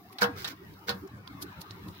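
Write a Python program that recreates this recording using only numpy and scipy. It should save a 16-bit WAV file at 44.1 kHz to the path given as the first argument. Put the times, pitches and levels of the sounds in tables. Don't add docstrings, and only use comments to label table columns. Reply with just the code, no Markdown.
import sys
import numpy as np
from scipy import signal
from scipy.fft import rfft, irfft
from scipy.io import wavfile
from scipy.ndimage import uniform_filter1d

SR = 44100
rng = np.random.default_rng(int(sys.argv[2]) if len(sys.argv) > 2 else 0)


def bounce(signal):
    frames = np.transpose(np.atleast_2d(signal))
    limited = np.clip(frames, -1, 1)
    pcm = np.round(limited * 32767).astype(np.int16)
    wavfile.write(sys.argv[1], SR, pcm)


N = 88200

# start_s, stove_ring_db, stove_clank_db, tongs_clink_db, focus_hz
CONTACTS = [(.1852, -38, -20, -8, 4050), (.2196, -2.5, 2, 2.5, 4630), (0.2296, -7, 0, -1, 5400),
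            (0.24, -7.5, -21, -3, 3280), (0.4445, -42, -12.5, -4, 3980), (0.449, -33.5, -21, -3, 3800),
            (0.4771, -31, -43, -11, 5500), (0.5136, -44, -37, -23, 4900), (0.884, -12.5, -54, -8.5, 3950),
            (0.8929, -12, -11, 2, 4300), (0.8984, -17, -12.5, -5, 4140)]
# pitch_hz, left_db, right_db, t60_s, right_lead_rad
STOVE_MODES = [(204, -24.5, -25.5, 0.11, 0), (311, -38.5, -42.5, 0.13, 0), (478.3, -26.5, -19.5, 0.2, 0.68),
               (562, -29, -32, 0.17, 1.7), (648, -35, -40, 0.32, 1), (780, -31.5, -36, 0.19, -0.45),
               (890, -39, -42.5, 0.22, -2), (947, -23, -32, 0.25, -2), (1083, -28.5, -39, 0.19, 0.4),
               (1192, -27, -40, 0.14, 2), (1368, -32, -40, 0.08, 3), (1403, -19, -24.5, 0.15, 2.8),
               (1491.4, -28, -15, 0.096, 2), (1635, -31, -35, 0.32, 0.6)]
# pitch_hz, left_db, right_db, t60_s
TONGS_MODES = [(1824, -40, -45, .22), (2260, -46, -45, .08), (2660, -47, -43, .15), (2998, -47, -45, .16),
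               (3415, -54, -46, .19), (3560, -54, -49, .18), (3740, -48, -42, .06), (3855, -54, -48, .18),
               (4074, -50, -45, .18), (4225, -52, -46, .14), (4503, -52, -50, .1), (4826, -52, -48, .15),
               (5215, -58, -54, .2), (6600, -57, -57, .13)]
# freq_hz, t60_s
PARTIAL_DECAY = [(150, 0.6), (1000, 0.17), (2000, 0.17), (4500, 0.14), (8000, 0.09), (15000, 0.14)]
# start_s, length_s, level_db
STROKES = [(0.202, 0.039, -30.5), (0.346, 0.12, -43), (.448, 0.1, -45.5), (0.47, 0.024, -38.5),
           (0.868, 0.038, -37.5)]
# start_s, pop_db, pitch_hz, spit_db, pop_left_minus_right_db
WOOD_SNAPS = [(0.129, -45, 2440, -51.5, -5), (0.738, -54, 4530, -64, -9), (1.076, -48.5, 5370, -63, 9),
              (1.2758, -37, 3460, -59.5, -12.5), (1.4256, -28, 4740, -34.5, -3),
              (1.616, -36.5, 4170, -41.5, -11), (1.7087, -32, 4020, -63, -6),
              (1.8858, -45.5, 3750, -51.5, -8)]
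# time_s, pitch_hz, level_db
WHISTLE_PATH = [(0, 784, -63), (0.046, 696, -62.5), (0.078, 745, -65), (0.139, 752, -65),
                (0.201, 777.5, -49.5), (.24, 780, -70)]
# freq_hz, left_right_correlation
STEREO_COHERENCE = [(60, 0.97), (200, 0.98), (380, 0.65), (700, 0.86), (1300, -0.25), (2400, -0.38),
                    (4400, -0.22), (15000, 0.039)]

# freq_hz, relative_density_db
CLANK_SPECTRUM = [(40, -31), (120, -3.5), (400, -28), (700, 0), (1000, 1.5), (1500, 10), (1900, 0.5),
                  (2600, -16), (6000, -19.5)]
CLINK_SPECTRUM = [(200, -37), (1800, -4), (2700, 0.5), (4200, 4.5), (5500, 2), (6700, -10.5), (8500, -12.5),
                  (11000, -12), (15500, -8)]
GRIT_SPECTRUM = [(300, 0), (550, -51), (780, -14), (1100, -20), (1450, 7.5), (2000, -12), (2280, -14),
                 (2900, 1), (5200, 3), (7000, -7), (9000, -12.5), (12000, -8.5), (15500, -0.5)]
SPIT_SPECTRUM = [(1000, -49), (3000, 4), (5000, 7.5), (8000, -5.5), (11000, 6), (13500, 6), (15000, -2)]
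RUMBLE_SPECTRUM = [(20, -46), (40, -30), (60, -10.5), (80, -1.5), (110, 3), (150, -5.5), (195, 4),
                   (240, -15.5), (320, -15.5), (700, -45)]
FLAP_SPECTRUM = [(150, -46.5), (240, -4), (300, 5.5), (345, -3), (385, 2), (450, -13.5), (560, -18.5),
                 (1000, -47.5)]
ROAR_SPECTRUM = [(100, -33), (400, 1), (560, -3), (800, 3), (1200, 7.5), (1700, -0.5), (2200, -0.5),
                 (2800, -8), (4200, -11.5), (5500, -18.5), (7500, -31), (15000, -55)]
HISS_SPECTRUM = [(2000, -39), (5000, -1), (8000, -16), (11000, -8), (15500, 1)]
SIZZLE_SPECTRUM = [(1000, -18), (2100, -5.5), (2700, -3), (3400, -3.5), (4100, 1), (4800, -33), (8000, -32)]

# pitch_ratio, relative_density_db
TICK_SHAPE = [(.3, -15), (.65, -14.5), (.85, -5.5), (1, 5), (1.2, -13), (1.7, -23), (3, -31)]
POP_ECHO_SHAPE = [(.2, -8), (.55, -29), (.8, -15), (1, -7), (1.35, -5), (1.9, -21), (3.5, -49)]

# time_s, gain_db
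FLUTTER_GAIN = [(0, -61.5), (.1, -56), (.18, -71), (.28, -46), (.36, -45), (.48, -56.5), (.62, -55.5),
                (.69, -49), (.85, -60), (.95, -40.5), (.995, -50.5), (1.035, -46), (1.075, -62),
                (1.145, -44), (1.28, -56.5), (1.35, -46.5), (1.41, -53.5), (1.45, -51.5), (1.51, -48),
                (1.54, -63), (1.59, -42.5), (1.65, -66.5), (1.72, -44.5), (1.78, -54), (1.83, -46.5),
                (1.9, -41), (1.94, -55.5), (2, -54.5)]
ROAR_GAIN = [(0, -63), (.2, -52.5), (.4, -47.5), (.6, -55), (1.2, -55), (1.42, -51), (1.6, -52),
             (1.8, -51.5), (2, -56)]
HISS_GAIN = [(0, -0.5), (.6, -3), (1, 3.5), (1.17, -11), (1.33, -1), (1.5, -0.5), (1.75, -0.5), (1.9, 1),
             (2, 2.5)]
SIZZLE_GAIN = [(0, -72.5), (1.3, -90), (1.5, -61.5), (1.7, -61), (1.91, -71), (1.945, -58.5), (2, -54)]

CLINK_PAN_DB = -3


def knocks():
    out, t = np.zeros((2, N)), np.arange(SR // 2) / SR
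    rise_s = 0.00061
    stove = (1 - np.exp(-t / rise_s)) * stove_ring(t)
    damping = fade(t, t60_s=1)
    for start_s, ring_db, clank_db, clink_db, focus_hz in CONTACTS:
        clink = tongs_ring(focus_hz, t) + amp(-34.5) * pan(CLINK_PAN_DB) * dense_ring(CLINK_SPECTRUM)
        clank = amp(-25) * pan(2) * dense_ring(CLANK_SPECTRUM)
        add(out, start_s, amp(ring_db) * stove + amp(clank_db) * clank + amp(clink_db) * damping * clink)
    return highpass(out, cutoff_hz=133)


def tongs_ring(focus_hz, t):
    boost_db, width_oct = 5.5, 0.11
    tick = noise([(focus_hz * ratio, db) for ratio, db in TICK_SHAPE], len(t))
    ring = amp(-27) * pan(CLINK_PAN_DB) * fade(t, t60_s=0.041) * tick
    for hz, left_db, right_db, t60_s in TONGS_MODES:
        favour_db = boost_db * np.exp(-(np.log2(hz / focus_hz) / width_oct) ** 2)
        tone = np.sin(2 * np.pi * (hz * t + rng.random((2, 1))))
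        ring += amp(favour_db) * amp([[left_db], [right_db]]) * fade(t, t60_s) * tone
    return ring


def stove_ring(t):
    ring = np.zeros((2, len(t)))
    for hz, left_db, right_db, t60_s, lead_rad in STOVE_MODES:
        tone = np.sin(2 * np.pi * hz * t + np.array([[0], [lead_rad]]))
        ring += amp([[left_db], [right_db]]) * fade(t, t60_s) * tone
    return ring


def dense_ring(spectrum):
    hz, t, bands = signal.stft(noise(spectrum, SR // 2), SR, nperseg=256)
    t60_s = at_freq(PARTIAL_DECAY, hz)[:, None]
    return signal.istft(bands * fade(t, t60_s), SR)[1][:, :SR // 2]


def scrapes():
    envelope, t = np.zeros((1, N)), np.arange(SR // 4) / SR
    for start_s, length_s, db in STROKES:
        add(envelope, start_s, amp(db) * signal.windows.tukey(round(length_s * SR), 0.9)[None])
    cracks = grains(rate_per_s=6100, spread_db=-3.5)
    rub = highpass(cracks[:1], cutoff_hz=1200)
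    stove = unit_rms(signal.fftconvolve(rub, stove_ring(t))[:, :N])
    tongs = unit_rms(signal.fftconvolve(rub, tongs_ring(focus_hz=2170, t=t))[:, :N])
    grit = pan(-3) * colour(cracks, GRIT_SPECTRUM)
    return envelope * (grit + amp(-7) * stove + amp(-7.5) * tongs)


def snaps():
    out, t = np.zeros((2, N)), np.arange(SR // 10) / SR
    rise_s, fall_s, lead_s = 0.006, 0.007, t.mean()
    spit_envelope = np.exp(np.minimum((t - lead_s) / rise_s, (lead_s - t) / fall_s))
    for start_s, pop_db, hz, spit_db, pan_db in WOOD_SNAPS:
        echo = noise([(hz * ratio, db) for ratio, db in POP_ECHO_SHAPE], len(t)) * fade(t, t60_s=0.035)
        pop = fade(t, t60_s=0.006) * np.sin(2 * np.pi * hz * t)
        add(out, start_s, amp(pop_db) * pan(pan_db) * (pop + amp(-11) * echo))
        spit = spit_envelope * noise(SPIT_SPECTRUM, len(t))
        add(out, start_s - lead_s, amp(spit_db) * spit)
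    return out


def flames():
    flutter, rumble = envelope_gain(FLUTTER_GAIN), noise(RUMBLE_SPECTRUM, N)
    running_rms = np.sqrt(uniform_filter1d((rumble ** 2).mean(0), size=1300))
    puffs = flutter * rumble / running_rms
    flap = eddies(noise(FLAP_SPECTRUM, N), spread_db=7.5)
    flap = amp(-52) * unit_rms(flutter ** 0.68 * flap)
    roar = envelope_gain(ROAR_GAIN) * pan(2) * eddies(noise(ROAR_SPECTRUM, N), spread_db=5)
    fizz = amp(-72.5) * colour(grains(rate_per_s=150, spread_db=5), GRIT_SPECTRUM)
    hiss = amp(-60.5) * envelope_gain(HISS_GAIN) * noise(HISS_SPECTRUM, N)
    return puffs + flap + roar + hiss + fizz


def eddies(x, spread_db, width_hz=110, length_s=0.04):
    frame, hop = 1024, 256
    bands = signal.stft(x, SR, nperseg=frame, noverlap=frame - hop)[2]
    swell = rng.standard_normal(bands.shape[1:])
    for _ in range(2):
        swell = uniform_filter1d(swell, round(width_hz * frame / SR), axis=0)
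        swell = uniform_filter1d(swell, round(length_s * SR / hop), axis=1)
    bands *= amp(spread_db * unit_rms(swell))
    return unit_rms(signal.istft(bands, SR, nperseg=frame, noverlap=frame - hop)[1][:, :N])


def sizzle():
    return envelope_gain(SIZZLE_GAIN) * colour(grains(rate_per_s=3000, spread_db=1.1), SIZZLE_SPECTRUM)


def whistle(fuzz_hz=51):
    t = np.arange(N) / SR
    time_s, pitch_hz, level_db = np.transpose(WHISTLE_PATH)
    carrier = np.exp(2j * np.pi * np.cumsum(np.interp(t, time_s, pitch_hz)) / SR)
    slow_noise = signal.sosfilt(signal.butter(2, fuzz_hz, fs=SR, output="sos"), rng.standard_normal((2, N)))
    fuzz = unit_rms(slow_noise[0]) + 1j * unit_rms(slow_noise[1])
    envelope = (t < time_s[-1]) * envelope_gain(np.c_[time_s, level_db])
    return envelope * (carrier * (1 + fuzz)).real


def grains(rate_per_s, spread_db, decay_s=0.0005):
    onsets = rng.random(N) < rate_per_s / SR
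    strength = amp(spread_db * np.minimum(rng.exponential(1, N), 4))
    envelope = signal.lfilter([1], [1, -np.exp(-1 / (decay_s * SR))], onsets * strength)
    return envelope * rng.standard_normal((2, N))


def colour(x, spectrum):
    (left, other), hz = rfft(x), np.fft.rfftfreq(x.shape[1], 1 / SR)
    coherence = at_freq(STEREO_COHERENCE, hz)
    right = coherence * left + np.sqrt(1 - coherence ** 2) * other
    return unit_rms(irfft(np.array([left, right]) * amp(at_freq(spectrum, hz)), x.shape[1]))


def noise(spectrum, size):
    return colour(rng.standard_normal((2, size)), spectrum)


def highpass(x, cutoff_hz):
    return signal.sosfilt(signal.butter(2, cutoff_hz, "highpass", fs=SR, output="sos"), x)


def amp(db):
    return 10 ** (np.asarray(db) / 20)


def unit_rms(x):
    return x / np.sqrt(np.mean(x ** 2) + 1e-20)


def at_freq(points, hz):
    knots_hz, values = np.transpose(points)
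    return np.interp(np.log(hz + 1), np.log(knots_hz), values)


def envelope_gain(points):
    return amp(np.interp(np.arange(N) / SR, *np.transpose(points)))


def pan(left_minus_right_db):
    return amp([[left_minus_right_db / 2], [-left_minus_right_db / 2]])


def fade(t, t60_s):
    return np.exp(-np.log(1000) * t / t60_s)


def add(mix, start_s, sound):
    part = mix[:, max(round(start_s * SR), 0):][:, :sound.shape[1]]
    part += sound[:, :part.shape[1]]


def scene():
    fire = flames() + sizzle() + whistle()
    return fire + knocks() + scrapes() + snaps()


def record(dry):
    cutoff_hz = 15850
    taps = signal.firwin(511, cutoff_hz, window=("kaiser", 9), fs=SR)
    return signal.oaconvolve(dry, taps[None], "same")


dry = scene()
out = record(dry)
bounce(out)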